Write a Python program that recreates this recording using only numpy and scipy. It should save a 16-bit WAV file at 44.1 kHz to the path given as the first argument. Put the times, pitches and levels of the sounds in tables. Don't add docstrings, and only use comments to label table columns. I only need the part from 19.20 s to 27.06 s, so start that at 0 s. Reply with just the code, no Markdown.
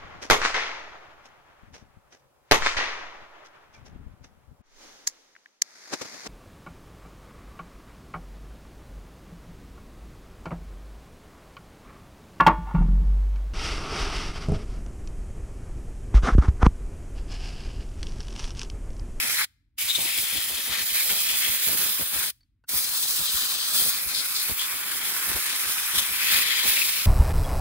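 import sys
import numpy as np
from scipy import signal
from scipy.fft import rfft, irfft
from scipy.io import wavfile
from scipy.ndimage import uniform_filter1d

SR = 44100
rng = np.random.default_rng(int(sys.argv[2]) if len(sys.argv) > 2 else 0)


def generate_wav(signal):
    frames = np.transpose(np.atleast_2d(signal))
    scaled = np.clip(frames, -1, 1) * 32767
    pcm = np.round(scaled).astype(np.int16)
    wavfile.write(sys.argv[1], SR, pcm)


N = 346626

# [fully open t/s, rise dB/s, shuts t/s, quick fall dB/s, slow drain starts at level/dB]
VALVE_MOVES = [(-.1, 3001, 0.2458, 2002.5, -30.5), (0.584, 3506, 3.104, 2200, -26),
               (3.492, 2301, 8.0, 2000, -23.5)]
# [t/s, hiss level/dB, roar level/dB, roar pitch f/Hz, low body of the roar level/dB,
# pocket level/dB, pocket pitch f/Hz, hiss left-right level/dB, left port hears it later by t/us]
NOZZLE_AIM = [(0.0, -23, -28.5, 1930, -12, -36, 3330, 0.5, 108),
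              (0.24, -25.5, -33, 1870, -10.5, -28.5, 3820, -1, 87),
              (0.601, -25.5, -33, 2360, -16, -39, 3310, 0.3, 32),
              (1.1, -24.5, -35, 2320, -7, -34.5, 3450, 2, 24),
              (1.45, -27, -40.5, 2190, -3, -36.5, 3600, 1.5, 20),
              (1.75, -21, -37.5, 2140, -14, -34.5, 3820, 0.5, 46),
              (2.3, -21, -33.5, 2250, -9.5, -35, 3300, -0.2, 67),
              (2.65, -20.5, -36.5, 2260, 1, -33.5, 3730, 0, 60),
              (2.9, -24.5, -41.5, 2050, -1, -40, 3480, 1.5, 87),
              (3.09, -24, -41.5, 2050, -6.2, -34, 4080, 2, 102),
              (3.5, -23.5, -46.5, 2070, 5.5, -37.5, 4400, 2.6, 122),
              (4.25, -22.5, -43, 2210, 15, -28.5, 3980, 2, 140),
              (4.8, -25.5, -38, 2080, 2, -32, 4260, 2, 111), (5.22, -24.5, -37, 2120, 4, -37, 4400, 2, 105),
              (5.34, -24, -37.5, 2080, 4, -36.5, 3460, 1.5, 71),
              (5.6, -27, -35.5, 2100, 1.5, -37.5, 3630, 0.8, 76),
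              (6.2, -23.5, -34, 2020, 1, -35.5, 3600, 0, 91),
              (6.28, -24, -33.5, 1920, -2.5, -35, 3580, 0, 97),
              (6.93, -24.5, -34, 2170, 1, -36, 3553, 1, 104),
              (7.03, -22.5, -26.5, 2150, -6.5, -26.5, 3750, -0.2, 80),
              (7.4, -24, -28, 2190, -3.5, -26.5, 3830, 0, 80),
              (7.55, -20, -28.5, 2280, -8.5, -29.5, 3800, 0.8, 62),
              (7.86, -24, -33.5, 2290, -4, -35.5, 3800, 1, 67.02)]
# [t/s, lower hiss level/dB, boom level/dB, roar left-right level/dB]
JET_COLOUR = [(0.0, 1.2, -66, -1), (0.75, 1.5, -70, -2), (1.3, -3, -68, 2), (2.0, 2, -68, -2.5),
              (2.9, -2, -68.5, 1), (3.6, 0.9, -65, 2), (4.6, -1.7, -71, -0.5), (5.2, -2.5, -59, 0),
              (5.8, -0.3, -54.5, -0.5), (6.5, -0.5, -61, 0.5), (7.0, -3.5, -59, -1.5), (7.4, -3.5, -60, 0),
              (7.86, 3, -61, 1.5)]
# [middle t/s, length t/s, hiss change level/dB, roar change level/dB, pocket change level/dB]
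JET_SWEEPS = [(0.205, 0.041, 2, 7.5, -3.5), (0.695, 0.035, 4.5, -7, 9), (0.727, .03, -3.5, -8, -1),
              (0.752, 0.037, 3.5, -7, 6), (0.828, 0.071, 3, -3, 3), (0.998, 0.062, 3, -2, 1.5),
              (1.557, 0.12, -0.5, 8, 5), (1.65, 0.029, -3, 1, -5), (1.71, 0.035, -1, -1, 1.5),
              (1.79, 0.083, 2.5, 7, 2.5), (1.902, 0.019, 2.5, 10.5, 4), (2.106, 0.11, -0.3, 1.5, 4),
              (2.25, 0.084, -1, 4.5, 3), (2.388, 0.05, -3.5, 0, -1), (2.807, .05, 2.5, 4.5, 1.5),
              (2.982, 0.13, 2.5, 6.5, 2), (3.57, 0.079, 3.5, 5.5, 1), (3.714, 0.054, -1, 3, -4),
              (4.027, 0.06, -0.8, 0.5, -5), (4.088, 0.038, -3.5, -10, 2), (4.416, 0.11, -2.5, -3, 0),
              (4.624, .17, 6, -0.5, 1), (4.849, 0.075, 1.7, -3.5, -9.5), (4.974, 0.07, 1.2, -5, 8.5),
              (5.09, .06, -0.3, -3, -1), (5.186, 0.074, 1.5, -3, 9.5), (5.35, 0.045, -3, -3.5, -5),
              (5.427, 0.061, 0, 0, 7), (6.312, 0.085, -2, 1.5, 4.5), (6.688, 0.039, -2, 0.5, -5),
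              (6.777, 0.054, 5, 1.2, 2.5), (6.782, 0.13, 0.3, 1.5, 5), (7.174, 0.12, 4, 1, 0),
              (7.487, .04, 4, 2, 1)]
# [start t/s, level/dB before an 11 dB cut, pitch f/Hz, length t/s]
EDGE_FLARES = [(0.687, -8, 3630, 0.038), (0.746, -6, 3720, 0.017), (1.694, -13.5, 3020, 0.013),
               (2.092, -15, 2970, 0.015), (2.24, -16, 3090, 0.024), (5.39, -17, 3260, 0.015),
               (7.14, -28, 2520, 0.015), (7.303, -16, 2440, 0.031), (7.566, -7, 2520, 0.018),
               (7.609, -12.5, 2510, 0.025)]
# [f/Hz, level/dB]
HISS_SPECTRUM = [(150, -20.5), (800, -19), (2500, -11.5), (4800, -1.5), (6500, -5), (8000, -5.5),
                 (10800, -4), (13400, -7), (15400, -0.5), (17000, -8)]
# [share of the roar pitch, level/dB]
ROAR_SPECTRUM = [(.2, -36.5), (.45, -12.5), (.6, -7.5), (.8, -6), (1.0, -6.5), (1.2, -5), (1.6, -15.5),
                 (2.5, -17.5), (4.5, -33.5)]
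# [f/Hz, left-right level/dB]
PORT_SHADING = [(400, -0.5), (800, 2.5), (1200, 6.5), (2000, 9.5), (2600, 11.5), (3500, 7.5), (4300, 3.5),
                (5200, -3), (7300, -6), (8500, -7), (10300, 2), (12000, -7), (13300, -9), (15500, 1)]
# [f/Hz, half width f/Hz, left level/dB, right level/dB]
NARROW_DIPS = [(2800, 110, -6, -2), (3700, 90, -3, -1), (4500, 100, -4, -4), (5620, 90, -6, -7),
               (6650, 120, -2, -4)]
# [f/Hz, likeness 0-1]
PORT_LIKENESS = [(300, 0.8), (600, .6), (1200, 0.93), (2200, 0.57), (3000, 0.41), (6000, 0.46),
                 (10000, 0.41), (15000, 0.24)]
# [f/Hz, extra phase between the ports/rad]
BODY_BEND = [(300, -.1), (1100, -.7), (1500, -0.5), (2100, 0.4), (2700, 0.1), (3400, 0.2), (4500, 0.7),
             (5600, 0.5), (7000, -0.2)]
# [start t/s, puff level/dB,
# left-right level/dB (cuts the weaker port), puff length t/s, swell level/dB, swell length t/s]
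PORT_PUFFS = [(0.027, -52, 8, .03, 6, .14), (0.621, -38, -20, 0.029, -16, 0.16),
              (0.797, -36, 7, 0.018, 12.5, 0.083), (0.985, -31, 9.5, 0.012, 13.5, 0.078),
              (1.141, -33.5, 19, 0.037, 20.5, 0.066), (1.316, -39, 13.5, 0.027, 12.5, 0.1),
              (1.49, -36, 15, 0.026, 14, 0.11), (1.604, -37, 14, 0.019, 13, 0.058),
              (1.697, -39, -13, 0.033, -7, .05), (1.845, -43, 6, .03, 11.5, 0.14),
              (2.12, -38, 7, 0.019, 1, .05), (2.278, -28.5, 19, 0.017, 9.5, 0.078),
              (2.474, -41, 13, 0.027, 17.5, 0.11), (2.607, -45, 8, .03, 17.5, .12),
              (2.803, -36, -6, 0.023, 22.5, 0.048), (2.925, -37, 15.0, 0.054, 14.5, 0.14),
              (3.517, -34.5, 19, 0.038, 13.5, .11), (3.986, -33.5, 11, 0.031, 8, 0.059),
              (4.129, -32.5, 22, 0.023, -12, .05), (4.563, -46, 5, 0.03, 18.5, .15),
              (4.85, -30.5, 22, 0.022, -2.5, 0.053), (5.305, -23, 21, 0.016, 21, 0.04),
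              (5.395, -53, 8, .03, 3.5, .07), (5.73, -52, 8, .03, 9.5, 0.13),
              (6.079, -33, 6, 0.018, 20, .06), (6.137, -27, 37, 0.02, 14, 0.079),
              (6.448, -44, 4, 0.026, 13.5, 0.077), (6.747, -34, 3, 0.032, 10, 0.097),
              (6.889, -37, 16, 0.027, 3, .05), (7.121, -38, -1, 0.03, 10.5, 0.14),
              (7.459, -33, 8, 0.026, 16.5, 0.067)]
# [f/Hz, level/dB]
STRAY_SPECTRUM = [(20, -40.5), (40, -8), (65, -10.5), (200, -4.5), (400, -8.5), (900, -4), (2000, -20.5)]
# [f/Hz, level/dB]
YARD_SPECTRUM = [(24, -30.5), (40, 6.5), (114, -2), (183, -17.5), (287, -12), (509, -45), (2160, -38),
                 (3000, -45), (6000, -57.5), (15500, -52.5)]
# [t/s, level/dB, share of the spring modes 0-1]
TRIGGER_TICKS = [(3.207, -58, 1), (3.231, -60.5, 1), (3.439, -52.5, 0.03)]
# [f/Hz, level/dB, time to fall 60 dB t/s]
TRIGGER_MODES = [(1460, 0, .03), (2700, -17, .025), (2200, -8, .008), (4520, 0, .022)]
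# [f/Hz, time to fall 60 dB t/s]
ECHO_DECAY = [(500, .4), (2000, 0.6), (4000, 0.57), (7000, 0.45), (15000, .35)]

SIZE, HOP = 512, 128
FRAME_T = np.arange(N // HOP + 5) * HOP / SR
F = np.fft.rfftfreq(SIZE, 1 / SR)[:, None]
FRAMES, BINS = len(FRAME_T), len(F)
EDGE_S = 0.008
WOBBLE_DB, FLUTTER_DB = 0.81, 1.0
PATCHY_DB, RIDGED_DB = 1.0, 1.5
BODY_PER_DB, LOWER_PER_DB = 0.58, 0.74
BOOM_HZ, BOOM_WIDE_HZ = 350, 70
STRAY_DB, LUMPS_DB = -53, 5.37
SHELTER, GUST_HZ = 0.63, 890


def gain_of(db):
    return 10 ** (np.asarray(db) / 20)


def evened(x):
    return x / np.sqrt(np.mean(abs(x) ** 2) + 1e-20)


def read(points, hz):
    f, value = np.transpose(points)
    return np.interp(np.log(hz + 1), np.log(f + 1), value)


def over_time(table):
    t, *columns = np.transpose(table)
    return [np.interp(FRAME_T, t, column) for column in columns]


def unit(shape):
    return shape / np.sqrt(np.mean(shape ** 2, axis=0) + 1e-20)


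def peak(at_hz, wide_hz, power=2):
    return 1 / (1 + ((F - at_hz) / wide_hz) ** power)


def drift(bins, long, wide):
    field = rng.standard_normal((bins, FRAMES))
    field = uniform_filter1d(field, long, axis=1)
    return evened(uniform_filter1d(field, wide, axis=0))


def noise(shape, same=0.0, turn=0.0):
    a, b, c, d = rng.standard_normal((4,) + shape.shape[1:])
    same = np.clip(same, 0, 1)
    left, other = a + 1j * b, c + 1j * d
    right = (same * left + np.sqrt(1 - same ** 2) * other) * np.exp(1j * turn)
    scale = np.sqrt(3 / (4 * SIZE))
    spectra = np.array([left, right]) * shape * scale
    return signal.istft(spectra, nperseg=SIZE, noverlap=SIZE - HOP)[1][:, :N] * np.sqrt(2)


def bumps(start, length, rise):
    since = np.maximum(FRAME_T - start[:, None], 0)
    fall = np.exp(-(since / np.maximum(length, 0.004)[:, None]) ** 2)
    return (1 - np.exp(-since / rise)) * fall


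def spans(start, length):
    enter = np.tanh((FRAME_T - start[:, None]) / EDGE_S)
    leave = np.tanh((FRAME_T - (start + length)[:, None]) / EDGE_S)
    return (enter - leave) / 2


def valve(drain_db_per_s=300):
    t = np.arange(N) / SR
    flow = np.zeros(N)
    for opens, rise, shuts, fall, drain_db in VALVE_MOVES:
        after = np.maximum(t - shuts, 0)
        opening = gain_of(np.minimum(0, (t - opens) * rise))
        closing = gain_of(-after * fall) + gain_of(drain_db - after * drain_db_per_s)
        flow += opening * closing
    return flow


def hiss(level_db, lower_db):
    lower = lower_db / (1 + (F / 9300) ** 6)
    upper = 3.44 * peak(11000, 1200)
    return unit(gain_of(read(HISS_SPECTRUM, F) + lower + upper)) * gain_of(level_db)


def roar(level_db, pitch_hz, body_db):
    colour = np.interp(F / pitch_hz, *np.transpose(ROAR_SPECTRUM))
    body = body_db / (1 + (F / pitch_hz / 0.81) ** 8)
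    return unit(gain_of(colour + 2.5 * peak(pitch_hz, 310) + body)) * gain_of(level_db)


def pocket(level_db, pitch_hz):
    return unit(peak(pitch_hz, 1000, 4) + 0.62 * peak(pitch_hz, 50)) * gain_of(level_db)


def boom(level_db):
    return unit(peak(BOOM_HZ, BOOM_WIDE_HZ)) * gain_of(level_db)


def flares():
    start, level_db, pitch_hz, length = np.transpose(EDGE_FLARES)
    bands = unit(peak(pitch_hz, 300)) * gain_of(level_db - 11)
    return np.sqrt(bands ** 2 @ bumps(start, length, 0.004) ** 2)


def shaded_by_camera(jet, hiss_pan_db, roar_pan_db):
    dips_db = 0
    for at_hz, wide_hz, *sides_db in NARROW_DIPS:
        dips_db = dips_db + np.reshape(sides_db, (2, 1, 1)) * peak(at_hz, wide_hz)
    high = 1 / (1 + (2500 / (F + 1)) ** 4)
    tilt_db = read(PORT_SHADING, F) + high * hiss_pan_db + (1 - high) * roar_pan_db
    patches_db = np.array([PATCHY_DB * drift(BINS, 30, 7) + RIDGED_DB * drift(BINS, 120, 3)
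                           for _ in range(2)])
    return jet * gain_of(patches_db + dips_db + np.array([tilt_db, -tilt_db]) / 2)


def air_jet():
    hiss_db, roar_db, roar_hz, body_db, pocket_db, pocket_hz, hiss_pan_db, lag_us = over_time(NOZZLE_AIM)
    lower_db, boom_db, roar_pan_db = over_time(JET_COLOUR)
    middle, length, *changes_db = np.transpose(JET_SWEEPS)
    sweeps_db = np.array(changes_db) @ spans(middle - length / 2, length)
    hiss_up, roar_up, pocket_up = sweeps_db + WOBBLE_DB * drift(3, 16, 1)
    hiss_db = hiss_db + hiss_up
    roar_db = roar_db + roar_up
    pocket_db = pocket_db + pocket_up
    body_db = body_db + BODY_PER_DB * roar_up
    lower_db = lower_db + LOWER_PER_DB * (pocket_db - hiss_db + 9.5)
    layers = [hiss(hiss_db, lower_db), roar(roar_db, roar_hz, body_db), pocket(pocket_db, pocket_hz),
              boom(boom_db), flares()]
    jet = np.sqrt(sum(layer ** 2 for layer in layers))
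    jet = jet * gain_of(FLUTTER_DB * drift(1, 4, 1)[0])
    ports = shaded_by_camera(jet, hiss_pan_db, roar_pan_db)
    turn = 2 * np.pi * F * lag_us / 10 ** 6 + read(BODY_BEND, F)
    return valve() * noise(ports, read(PORT_LIKENESS, F), turn)


def stray_air():
    start, puff_db, side_db, length, swell_db, swell_s = np.transpose(PORT_PUFFS)
    sides_db = puff_db + np.minimum(0, [side_db, -side_db])
    puff_power = gain_of(sides_db) ** 2 @ bumps(start, length, 0.017) ** 2
    gust_db = swell_db @ spans(start - 0.015, swell_s) / (1 + (F / GUST_HZ) ** 4)
    ports_db = STRAY_DB + np.array([gust_db, SHELTER * gust_db])
    lumps = gain_of(ports_db + LUMPS_DB * drift(2, 9, 1)[:, None])
    steady = unit(gain_of(read(STRAY_SPECTRUM, F))) * lumps
    deep = unit(gain_of(read(STRAY_SPECTRUM, F) - 9.1 * np.log2(1 + F / 50)))
    return valve() * noise(np.sqrt(steady ** 2 + deep ** 2 * puff_power[:, None]), 0.15)


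def yard(level_db=-68):
    hz = np.fft.rfftfreq(N, 1 / SR)
    colour = gain_of(read(YARD_SPECTRUM, hz))
    shared, left, right = (irfft(rfft(v) * colour, N) for v in rng.standard_normal((3, N)))
    return gain_of(level_db) * evened(np.array([shared + 0.4 * left, shared + 0.3 * right]))


def membrane_thumps():
    out, t = np.zeros((2, N)), np.arange(6000) / SR
    phases = rng.uniform(0, 2 * np.pi, (len(PORT_PUFFS), 2, 1))
    for (start, puff_db, side_db, length, *_), phase in zip(PORT_PUFFS, phases):
        push = np.exp(-((t - length) / (0.45 * length)) ** 2)
        swing = push * np.cos(2 * np.pi * 62 * t + phase)
        sides_db = puff_db - 3.5 + np.minimum(0, [[side_db], [-side_db]])
        part = out[:, round(start * SR):][:, :len(t)]
        part += gain_of(sides_db) * swing[:, :part.shape[1]]
    return out


def trigger():
    out, t = np.zeros(N), np.arange(3000) / SR
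    band = signal.butter(2, [1100, 4500], "bandpass", fs=SR, output="sos")
    for start, level_db, spring in TRIGGER_TICKS:
        shares = np.clip([1 - spring, 1 - spring, spring, spring], 0, 1)
        ring = np.zeros(len(t))
        for share, (hz, db, t60) in zip(shares, TRIGGER_MODES):
            ring += share * gain_of(db - 60 * t / t60) * np.sin(2 * np.pi * hz * t)
        scrape = rng.standard_normal(len(t)) * gain_of(-60 * t / 0.036)
        rough = signal.fftconvolve(ring, scrape)[:len(t)]
        dull = signal.sosfilt(band, scrape)
        out[round(start * SR):][:len(t)] += gain_of(level_db) * (rough / abs(rough).max() + 0.3 * dull)
    return out


def outdoors(x, delay_s=0.012):
    hz, t, z = signal.stft(rng.standard_normal((2, SR)), SR, nperseg=256)
    fading = gain_of(-60 * t / read(ECHO_DECAY, hz)[:, None])
    tail = signal.istft(z * fading, SR, nperseg=256)[1]
    tail = np.pad(tail, ((0, 0), (round(delay_s * SR), 0)))
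    return signal.fftconvolve(x, tail / np.linalg.norm(tail[0]), axes=1)[:, :N]


def scene():
    gun = air_jet() + trigger()
    echoes = gain_of(-40) * outdoors(gun)
    return gun + echoes + stray_air() + membrane_thumps() + yard()


def record(dry):
    low_cut = signal.butter(2, 40, "highpass", fs=SR, output="sos")
    band_limit = signal.firwin(1023, 15770, window=("kaiser", 7), fs=SR)
    return signal.oaconvolve(signal.sosfilt(low_cut, dry), band_limit[None], "same")


dry = scene()
out = record(dry)
generate_wav(out)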